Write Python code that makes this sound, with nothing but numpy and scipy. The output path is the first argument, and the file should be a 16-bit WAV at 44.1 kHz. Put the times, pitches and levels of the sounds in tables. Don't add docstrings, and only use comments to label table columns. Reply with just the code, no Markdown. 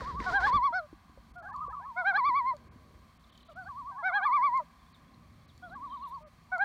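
import sys
import numpy as np
from scipy import signal
from scipy.fft import rfft, irfft
from scipy.io import wavfile
from scipy.ndimage import uniform_filter1d

SR = 44100
rng = np.random.default_rng(int(sys.argv[2]) if len(sys.argv) > 2 else 0)


def attenuation_scalar(level_db):
    decades = np.asarray(level_db, float) / 20
    return 10 ** decades


def store_wav(level_fs):
    pcm = np.round(np.clip(np.atleast_2d(level_fs), -1, 1) * 32767)
    wavfile.write(sys.argv[1], SR, pcm.T.astype(np.int16))


N = 292824


def shape(points, hz):
    at, db = np.transpose(points)
    return np.interp(np.log(hz + 1), np.log(at), db)


def coloured(points):
    hz = np.arange(N // 2 + 1) * SR / N
    x = irfft(rfft(rng.standard_normal(N)) * attenuation_scalar(shape(points, hz)), N)
    return x / x.std()


def band(lo_hz, hi_hz):
    sos = signal.butter(2, [lo_hz, hi_hz], "bandpass", fs=SR, output="sos")
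    x = signal.sosfilt(sos, rng.standard_normal(N))
    return x / x.std()


def walk(rate, size=N):
    k = int(SR / rate)
    held = np.repeat(rng.standard_normal(size // k + 1), k)
    return 1.3 * uniform_filter1d(uniform_filter1d(held, k), k)[:size]


def add(out, s, x):
    i = int(s * SR)
    out[i:i + len(x)] += x[:len(out) - i]


def ring(hz, t60):
    t = np.arange(int(t60 * SR)) / SR
    return np.sin(2 * np.pi * hz * t) * np.exp(-np.log(1000) * t / t60)


# pitch_hz, width_hz, level_db
FAR_HUM = [(58, 10, -71.5), (164.4, 5.2, -70), (229.8, 18, -72.5)]


def far_hum():
    return sum(attenuation_scalar(db) * band(hz - width / 2, hz + width / 2) for hz, width, db in FAR_HUM)


HISS_DB, FLICKER_DB = -73, 0.7
# freq_hz, density_db (per Hz)
HIGH_HISS = [(1650, -31), (2800, -13), (3160, 1), (3600, -4), (3870, -2), (4490, 1), (4900, -8),
             (5260, -6), (7860, -12), (8880, -10.5), (10400, -15.5), (15500, -14.5)]


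def high_hiss():
    return attenuation_scalar(HISS_DB + FLICKER_DB * walk(5.8)) * coloured(HIGH_HISS)


LAKE_DB, LAP_DB = -60.5, 2.2
# freq_hz, density_db (per Hz)
LAKE_HUSH = [(15, -16.5), (25, -6.5), (71, 3), (129, -5), (240, -4), (421, -19.5), (784, -14.5),
             (920, -22.5), (1020, -9.5), (1190, -9.5), (1350, -21.5), (1600, -20.5), (2250, -19.5),
             (2800, -27), (6600, -120)]


def lake_hush():
    spectrum, hz = rfft(coloured(LAKE_HUSH)), np.arange(N // 2 + 1) * SR / N
    out, swell = 0, walk(2.327)
    for lo in 20 * 2.0 ** np.arange(10):
        octave = irfft(spectrum * ((hz >= lo) & (hz < 2 * lo)), N)
        lap_db = LAP_DB * (lo < 400) * (0.99 * swell + 1.1 * walk(5.9))
        out = out + octave * attenuation_scalar(lap_db + FLICKER_DB * walk(5.3))
    return attenuation_scalar(LAKE_DB) * out


TRILL_DB, TRILL_NOTE_S = -65, 0.017
# start_s, note_count, spacing_s, from_hz, to_hz
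TRILLS = [
    (3.236, 11, .0272, 4300, 3050),
    (3.29, 9, .0275, 3250, 2850),
    (5.847, 6, .0235, 4300, 3400),
    (5.99, 7, .019, 4400, 3300),
]
# start_s, from_hz, to_hz, length_s, level_db
CHIPS = [(3.625, 4475, 4390, 0.044, -65), (4.79, 3400, 3630, 0.018, -68), (4.862, 3370, 3520, 0.018, -68),
         (4.925, 4800, 3090, 0.036, -61.5), (5.075, 3400, 3450, 0.017, -68),
         (5.135, 4630, 3600, 0.017, -64.5), (5.34, 3450, 3643, 0.015, -71), (5.412, 3400, 3500, .02, -71),
         (5.475, 4720, 3040, 0.04, -63.5), (5.628, 3260, 3450, 0.024, -63), (5.685, 4550, 3560, 0.026, -65),
         (5.885, 3200, 2960, 0.079, -60), (6.018, 4410, 4330, 0.022, -59.5), (6.022, 2870, 2710, 0.03, -61),
         (6.045, 3700, 2820, 0.015, -62), (6.142, 4670, 4380, 0.014, -64)]


def songbird():
    out = np.zeros(N)
    notes = []
    for s, count, gap, from_hz, to_hz in TRILLS:
        notes += [(s + k * gap, from_hz, to_hz, TRILL_NOTE_S, TRILL_DB) for k in range(count)]
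    notes += CHIPS
    for s, from_hz, to_hz, length, db in notes:
        vary_hz, vary_db = rng.standard_normal(2)
        u = np.linspace(0, 1, int(length * SR))
        hz = (from_hz + (to_hz - from_hz) * u) * (1 + 0.015 * vary_hz)
        whistle = np.sin(np.pi * u ** 1.12) * np.sin(2 * np.pi * np.cumsum(hz) / SR)
        add(out, s, attenuation_scalar(db - 2 + 0.98 * vary_db) * whistle)
    out = out * attenuation_scalar(3 * walk(250))
    t = np.arange(SR // 4) / SR
    leaves = attenuation_scalar(-36) * np.exp(-t / 0.04) * rng.standard_normal(len(t))
    return out + signal.fftconvolve(out, leaves)[:N]


# start_s, peak_db
TICKS = [
    (0.5572, -52.5),
    (1.5631, -52),
    (2.5669, -51),
    (3.377, -52),
    (4.5757, -49),
    (5.5782, -52),
    (6.5818, -49),
]
# pitch_hz, level_db, t60_s
TICK_MODES = [(4500, 3, 0.022), (5670, 4, 0.0033), (6920, 3.5, 0.0078), (9250, -9.5, 0.0049)]


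def ticks():
    out = np.zeros(N)
    for s, db in TICKS:
        for hz, mode_db, t60 in TICK_MODES:
            add(out, s, attenuation_scalar(db + mode_db - 7) * ring(hz, t60))
    return out


WHISK_S, WHISK_DB, WHISK_HZ = 6.09, -70.5, 11800


def whisk():
    gust = np.exp(-((np.arange(N) / SR - WHISK_S) / 0.015) ** 2)
    air = band(0.94 * WHISK_HZ, 1.08 * WHISK_HZ) + 0.8 * band(5000, 14000)
    return attenuation_scalar(WHISK_DB) * gust * air


SHIFT_ATTACK_DB_PER_S, FUR_FADE_DB_PER_S, HULL_FADE_DB_PER_S = 702.5, 300, 398.5
FUR_BODY_DB = 18
# freq_hz, density_db (per Hz)
FUR = [(120, -37.5), (200, -11), (478, -2), (624, -12), (990, -6), (1270, -6.5), (1880, -6), (2630, -20.5),
       (4330, -13.5), (14000, -50)]
# start_s, length_s, fur_db, hull_db
SHIFTS = [
    (0, .11, -68, -47.5),
    (0.134, .02, -73.5, -42),
    (0.2, .015, -65, -38),
    (0.214, 0.12, -63, -45),
    (0.407, 0.079, -63.5, -47),
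    (0.55, 0.0098, -70.5, -36),
]


def dog_shifting():
    t = np.arange(N) / SR
    start, length, fur_db, hull_db = np.transpose(SHIFTS)[:, :, None]
    attack_db = SHIFT_ATTACK_DB_PER_S * np.maximum(start - t, 0)
    since_end = np.maximum(t - start - length, 0)
    rustle_db = np.max(fur_db - attack_db - FUR_FADE_DB_PER_S * since_end, axis=0)
    rumble_db = np.max(hull_db - attack_db - HULL_FADE_DB_PER_S * since_end, axis=0)
    grain_db = 1.68 * walk(200) + 2 * walk(42.1)
    fur = coloured(FUR) * attenuation_scalar(rustle_db + grain_db + FUR_BODY_DB)
    return fur + band(18, 145) * attenuation_scalar(rumble_db + 0.81 * walk(33.9))


HULL_T60_S, THUMP_HZ, THUMP_T60_S = 0.042, 58.3, 0.27
# start_s, peak_db, pitch_hz
CLAWS = [
    (0.0074, -29.5, 1500),
    (0.06, -39, 1880),
    (0.1164, -46, 1340),
    (0.203, -29, 2080),
    (0.2254, -33.5, 1840),
    (0.308, -33, 1420),
    (0.4051, -34, 1470),
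    (0.4699, -22, 1660),
]
# start_s, peak_db, pitch_hz, thump_db (relative to the peak)
PAWS = [(0.018, -34.5, 535, -2), (0.148, -42.5, 450, 8.5), (0.204, -32, 296, -7), (0.343, -39.5, 260, -1.5),
        (0.395, -44.5, 620, 6.5), (0.529, -38, 524, -18), (0.559, -40, 253, 3.5), (0.64, -50.5, 518, -16.5),
        (0.705, -46, 274, -19), (0.929, -38.5, 314, -13), (1.096, -47.5, 278, -17),
        (1.175, -45.5, 545, -0.5), (1.311, -58, 250, 9), (1.681, -42, 504, -4.5), (2.179, -47, 441, -14),
        (2.263, -51, 330, -1.5), (2.292, -41, 320, -16.5), (2.671, -53.5, 298, -19),
        (2.759, -45.5, 244, -26), (3.829, -57, 244, 6.5)]


def paws():
    out = np.zeros(N)
    for s, db, hz in CLAWS:
        add(out, s, attenuation_scalar(db) * ring(hz, 0.01))
    for s, db, hz, thump_db in PAWS:
        add(out, s, attenuation_scalar(db) * ring(hz, HULL_T60_S))
        add(out, s, attenuation_scalar(db + thump_db) * ring(THUMP_HZ, THUMP_T60_S))
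    return out


SHORE_DB, SHORE_T60_S = -27.5, 0.22
HILL_DB, HILL_DELAY_S, HILL_T60_S = -35, 0.32, 3.23


def echoes(voices):
    t = np.arange(3 * SR) / SR
    shore = attenuation_scalar(SHORE_DB) * np.exp(-np.log(1000) * t / SHORE_T60_S) / np.sqrt(SHORE_T60_S * SR / 14)
    arrival = np.clip(t / HILL_DELAY_S, 0, 1) ** 2
    hill = attenuation_scalar(HILL_DB) * arrival * np.exp(-np.log(1000) * t / HILL_T60_S) / np.sqrt(SR / 4)
    return signal.fftconvolve(voices, (shore + hill) * rng.standard_normal(len(t)))[:N]


def swing(s, t, turn_hz, low):
    place = np.minimum(np.interp(t, s, np.arange(len(s))), len(s) - 1.001)
    step, u = place.astype(int), place % 1
    if not low:
        return step + 0.5 - 0.5 * np.cos(np.pi * u)
    rise = np.where(step == len(s) - 2, u, np.sin(np.pi * u / 2))
    return step + np.where(np.diff(turn_hz)[step] > 0, rise, 1 - np.cos(np.pi * u / 2))


def cut(turns, start, end, low):
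    turns = sorted(turns)
    s, hz, db = np.transpose(turns)
    ends = np.array([start, end])
    ends_hz = np.interp(swing(s, ends, hz, low), np.arange(len(s)), hz)
    first, last = np.transpose([ends, ends_hz, np.interp(ends, s, db)])
    margin_s = 0.004
    return [first] + [turn for turn in turns if start + margin_s < turn[0] < end - margin_s] + [last]


DIP_CLIMB_HZ, CREST_CLIMB_HZ, EARLY_FALL_S, RISE_S = 36.8, 65.35, 0.0019, 0.056


def opening(row, voice, breaks):
    start, dip_s, dip_hz, db, swell_db = row
    end = min([s for s in breaks if dip_s < s < dip_s + 2 * RISE_S], default=dip_s + RISE_S)
    turns = [(end, voice["break_hz"], db + voice["break_db"] + swell_db / 2)]
    for back in range(3):
        s, crest_db = dip_s - back * voice["arch_s"], db - back * swell_db
        crest_s = s - voice["fall_s"] - back * EARLY_FALL_S
        crest_hz = dip_hz + voice["arch_hz"] - back * CREST_CLIMB_HZ
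        turns += [(s, dip_hz - back * DIP_CLIMB_HZ, crest_db - voice["low_dip_db"]), (crest_s, crest_hz, crest_db)]
    return cut(turns, start, min(end, N / SR), True)


SWING_S, RISE_SHARE = 0.097, 0.52
TIRED_S, TIRED_HZ, TIRED_DB, TIRED_DIP_DB = 0.017, 121.6, 3, 7.5
TIRING_RATIO = 0.3
LAST_FALL_S, LINGER_DB, WARM_S = 0.045, 5, 0.28


def tremolo(row, voice):
    start, s, crest_hz, db, tiring = row
    drag, linger = tiring ** voice["drag"], voice["linger_s"] * (1 - tiring)
    dip_db = db - voice["high_dip_db"]
    end_hz, end_db = voice["trough_hz"] - voice["sag_hz"], dip_db - TIRED_DIP_DB - 2 * TIRED_DB * tiring
    end = s + LAST_FALL_S + linger
    turns = [(s + LAST_FALL_S, end_hz, end_db), (end + 0.005, end_hz + 1, end_db - LINGER_DB)]
    for back in range(7):
        left = TIRING_RATIO ** back
        gap = SWING_S + TIRED_S * drag * left
        warm_db = voice["warm_db"] * np.exp(-max(s - start, 0) / WARM_S)
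        trough_hz = voice["trough_hz"] - voice["sag_hz"] * drag * left
        turns += [(s, crest_hz - TIRED_HZ * tiring * left, db - TIRED_DB * tiring * left - warm_db),
                  (s - gap * RISE_SHARE, trough_hz, dip_db - TIRED_DIP_DB * drag * left ** 2)]
        s = s - gap
    return cut(turns, start, end, False)


REST_HZ, GULP_RISE_DB_PER_S = 576.6, 200.5
GULP_START, GULP_SETTLE = 0.43, 0.25


def gulp(row, voice):
    start, s, end, hz, db = row
    fade_db = voice["gulp_db_per_s"] * (end - s)
    return [(start, REST_HZ + GULP_START * (hz - REST_HZ), db - GULP_RISE_DB_PER_S * (s - start)),
            (s, hz, db),
            ((s + end) / 2, REST_HZ + GULP_SETTLE * (hz - REST_HZ), db - 0.6 * fade_db),
            (end, REST_HZ, db - fade_db)]


def calls(low, high, gulps, voice):
    breaks = [row[0] for row in high]
    notes = [opening(row, voice, breaks) for row in low]
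    notes += [tremolo(row, voice) for row in high]
    notes += [gulp(row, voice) for row in gulps]
    return sorted(notes, key=lambda note: note[0][0])


LOW_SLOPE_DB, HIGH_SLOPE_DB = 2.1, -2
EFFORT = 0.45
BEAK_HZ, BEAK_WIDTH_HZ, TREBLE_HZ = 2220, 570, 4180
PATCHY_DB = 2.5
FAR_DULL_DB, FAR_KEYNOTE_DB = -30, 1
KEYNOTE_HOLD = 0.52
# freq_hz, level_db
WINDPIPE = [(750, -6), (1150, 3), (1750, 3), (1900, -25), (2200, -9.5), (2450, -26), (2850, -60),
            (3400, -21.5), (3780, -38.5), (4330, -20.5), (4850, -45), (5280, -33.5), (5900, -47),
            (7200, -68)]


def partials(hz, slack_db, posture, low, far):
    stretch, bright_db, beak_db, treble_db = posture
    lead = 2 if low else 1
    slope_db = bright_db + far * FAR_DULL_DB + (LOW_SLOPE_DB if low else HIGH_SLOPE_DB)
    phase, tone = 2 * np.pi * np.cumsum(hz) / SR, 0
    for k in range(1, 10):
        part_db = shape(WINDPIPE, k * hz * stretch) - shape(WINDPIPE, lead * hz * stretch)
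        if k > lead:
            part_db += (slope_db + EFFORT * slack_db) * (k - lead) ** 0.78
            part_db += beak_db * np.exp(-((k * hz - BEAK_HZ) / BEAK_WIDTH_HZ) ** 2)
            part_db += treble_db * (1 + np.tanh((k * hz - TREBLE_HZ) / 200)) / 2
            part_db += PATCHY_DB * (k > 2) * walk(25.3, size=len(hz))
        if k < lead:
            part_db += far * FAR_KEYNOTE_DB - KEYNOTE_HOLD * slack_db
        tone = tone + attenuation_scalar(uniform_filter1d(part_db, size=200)) * np.sin(k * phase + k * k / 3)
    if low:
        halves = np.sin(3 * phase / 2) + np.sin(5 * phase / 2) / 3
        tone = tone + attenuation_scalar(HALF_LINE_DB + 4 * walk(15, size=len(hz))) * halves
    return tone


REGISTER_BREAK_HZ, HALF_LINE_DB, ONSET_S = 920, -36, 0.011
CATCH_S, CATCH_DEPTH = 0.0036, 0.53
HICCUP_HZ, HICCUP_DB, HICCUP_S = 970, -8, 0.0068
CHOKE_S, CHOKE_DEPTH = 0.011, 0.55
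CRACK_DB, CRACK_S = -18, 0.022
SHIMMER_DB, BREATH_DB = 0.45, -32.5
AIRFLOW_DB = -50


def loon(notes, postures, far):
    out, shimmer, breath = np.zeros(N), attenuation_scalar(SHIMMER_DB * walk(60)), band(54, 230)
    rasp, airflow = band(800, 1500), band(4000, 4700)
    top_db = max(row[2] for note in notes for row in note)
    for note, posture in zip(notes, postures):
        s, turn_hz, turn_db = np.transpose(note)
        t = np.arange(max(s[0] - ONSET_S / 2, 0), s[-1] + ONSET_S / 2, 1 / SR)
        low = turn_hz.mean() < REGISTER_BREAK_HZ
        breaks_up = low and turn_hz[-1] > turn_hz[-2]
        turn = np.arange(len(s))
        hz = np.interp(swing(s, t, turn_hz, low), turn, turn_hz)
        power = 1.5 if low else 2.4
        push = np.interp(swing(s, t, turn_hz, False), turn, attenuation_scalar(turn_db) ** power) ** (1 / power)
        tone = partials(hz, 20 * np.log10(push) - top_db, posture, low, far)
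        if low:
            slope = np.diff(turn_hz)
            u = np.arange(int(HICCUP_S * SR)) / SR
            hiccup = np.sin(np.pi * u / HICCUP_S) ** 2 * np.sin(2 * np.pi * HICCUP_HZ * u)
            for k in np.flatnonzero((slope[:-1] < 0) & (slope[1:] > 0)) + 1:
                tone = tone * (1 - CATCH_DEPTH * np.exp(-((t - s[k]) / CATCH_S) ** 2))
                add(out, min(s[k] - HICCUP_S / 2, N / SR), attenuation_scalar(turn_db[k + 1] + HICCUP_DB) * hiccup)
        if breaks_up:
            tone = tone * (1 - CHOKE_DEPTH * np.exp(-((t - s[-1]) / CHOKE_S) ** 2))
        tone = tone + attenuation_scalar(AIRFLOW_DB) * (1 - far) * airflow[:len(t)]
        edge = np.sin(np.pi / 2 * np.clip(np.minimum(t - t[0], t[-1] - t) / ONSET_S, 0, 1)) ** 2
        add(out, t[0], 2 * push * edge * tone)
        if breaks_up and s[-1] < N / SR - CRACK_S:
            u = np.arange(-3 * CRACK_S, 3 * CRACK_S, 1 / SR)
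            crack = np.exp(-(u / CRACK_S) ** 2) * rasp[int(s[-1] * SR):][:len(u)]
            add(out, s[-1] + u[0], attenuation_scalar(turn_db[-1] + CRACK_DB) * crack)
    return out * shimmer * (1 + attenuation_scalar(BREATH_DB) * breath)


# start_s, last_dip_s, dip_hz, last_crest_db, swell_db (per arch)
MATE_LOW = [
    (1.356, 1.431, 616, -50.5, 5),
    (3.555, 3.649, 656, -47, -1.5),
    (5.625, 5.695, 628, -51, -0.3),
]
THIRD_LOW = [
    (1.408, 1.489, 724, -57.5, 0.15),
    (1.69, 1.69, 740, -59, .1),
    (1.797, 1.797, 677, -59, .1),
    (3.895, 4.046, 739, -55.5, 5.5),
]
# start_s, last_crest_s, fresh_crest_hz, crest_db, tiring (0-1)
MATE_HIGH = [
    (0, 0.397, 1164, -38, 0.53),
    (1.49, 1.997, 1160, -42.5, .99),
    (3.688, 3.995, 1165, -41.5, 0.16),
    (5.754, 6.15, 1160, -41.5, 0.3),
    (6.491, 6.548, 1123, -55, .01),
]
THIRD_HIGH = [
    (1.54, 1.63, 1271, -38.5, 0.089),
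    (1.728, 1.733, 1277, -41, 0.013),
    (1.853, 1.857, 1286, -50.5, .01),
    (4.095, 4.289, 1252, -40.5, 0.089),
]
# start_s, crest_s, end_s, crest_hz, crest_db
MATE_GULPS = [
    (3.488, 3.494, 3.53, 680, -59),
    (6.206, 6.252, 6.285, 620, -63),
]
THIRD_GULPS = [
    (4.348, 4.402, 4.49, 841, -59.5),
]
MATE_VOICE = dict(arch_s=0.096, fall_s=.058, arch_hz=103.4, break_hz=845, low_dip_db=19.5, break_db=2, trough_hz=953, sag_hz=49.7, high_dip_db=11.5, warm_db=2.5, drag=0.5, linger_s=0.035, gulp_db_per_s=200)
THIRD_VOICE = dict(arch_s=0.068, fall_s=0.055, arch_hz=117.7, break_hz=910, low_dip_db=7, break_db=3, trough_hz=978, sag_hz=3.3, high_dip_db=12, warm_db=1.5, drag=0.79, linger_s=0.0036, gulp_db_per_s=186.5)


def far_loons():
    level_head = [(0.95, 0.0051, 0, 0)] * 20
    mate = loon(calls(MATE_LOW, MATE_HIGH, MATE_GULPS, MATE_VOICE), level_head, 1)
    third = loon(calls(THIRD_LOW, THIRD_HIGH, THIRD_GULPS, THIRD_VOICE), level_head, 1)
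    return mate + third


# start_s, last_dip_s, dip_hz, last_crest_db, swell_db (per arch)
NEAR_LOW = [
    (.262, .408, 677.5, -28.5, 6),
    (1.963, 2.131, 674.4, -28, 5.5),
    (4.028, 4.207, 696.3, -30, 0.5),
    (6.52, 6.674, 679.6, -29, 4),
]
# start_s, last_crest_s, fresh_crest_hz, crest_db, tiring (0-1)
NEAR_HIGH = [
    (0.468, 0.658, 1187, -25.5, 0.39),
    (2.177, 2.489, 1182, -27, 0.92),
    (4.253, 4.567, 1193, -25.5, 0.97),
]
# start_s, crest_s, end_s, crest_hz, crest_db
NEAR_GULPS = [
    (0.727, .765, .865, 753.7, -32.5),
    (2.535, 2.533, 2.565, 626, -54.5),
    (4.599, 4.6, 4.632, 658, -50.5),
]
# windpipe_stretch (ratio), brightness_db (per partial), beak_db, treble_db
NEAR_POSTURE = [
    (1.03, 1.9, -7.5, -10),
    (0.995, -0.5, -6.5, 4),
    (1.026, 3, -6.5, 3),
    (1.015, 2, -0.5, -11.5),
    (0.981, 0.34, 2, -1),
    (1.4, -9, -8, 3),
    (1.02, 3.3, 3, -15.5),
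    (0.98, -1.9, 2, 1),
    (1.3, -8.5, -13, 1.5),
    (1.02, -2, 2, -12),
]
NEAR_VOICE = dict(arch_s=.093, fall_s=.044, arch_hz=133, break_hz=875.6, low_dip_db=14.5, break_db=-1, trough_hz=968, sag_hz=22, high_dip_db=5, warm_db=1, drag=0.97, linger_s=0.047, gulp_db_per_s=421.5)


def near_loon():
    return loon(calls(NEAR_LOW, NEAR_HIGH, NEAR_GULPS, NEAR_VOICE), NEAR_POSTURE, 0)


FAR_WET_DB = 4.5


def scene():
    background = lake_hush() + far_hum() + high_hiss() + songbird()
    boat = ticks() + whisk() + dog_shifting() + paws()
    far, near = far_loons(), near_loon()
    return (background + boat + echoes(near + attenuation_scalar(FAR_WET_DB) * far) + far + near)[None]


# centre_s, above_hz, half_length_s
TREBLE_DROPOUTS = [(.515, 4600, .025), (.587, 4600, .025), (1.33, 2500, .02), (1.372, 3000, .02),
                   (1.415, 2500, .025), (1.52, 2500, .02), (1.69, 2500, .022), (2.225, 4800, .02),
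                   (2.7, 3000, .035), (3.186, 3800, .02), (3.314, 4500, .02), (3.442, 4800, .02),
                   (3.485, 4800, .02), (3.548, 4800, .025), (4.936, 5000, .02), (5.47, 4800, .02),
                   (5.745, 4800, .022), (6.045, 4800, .02), (6.25, 3000, .045)]


def drop_treble(out):
    for s, hz, length in TREBLE_DROPOUTS:
        span = slice(int((s - length) * SR), int((s + length) * SR))
        sos = signal.butter(6, hz, "highpass", fs=SR, output="sos")
        treble = signal.sosfiltfilt(sos, out[:, span])
        gate = np.clip(2.2 * np.hanning(treble.shape[1]) - 1, 0, 0.9)
        out[:, span] -= gate * treble
    return out


def top_cut(x):
    return signal.sosfilt(signal.butter(12, 15690, fs=SR, output="sos"), x)


def record(dry):
    rumble_cut = signal.butter(2, 36, "highpass", fs=SR, output="sos")
    mix = drop_treble(signal.sosfilt(rumble_cut, dry))
    return top_cut(mix)


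dry = scene()
out = record(dry)
store_wav(out)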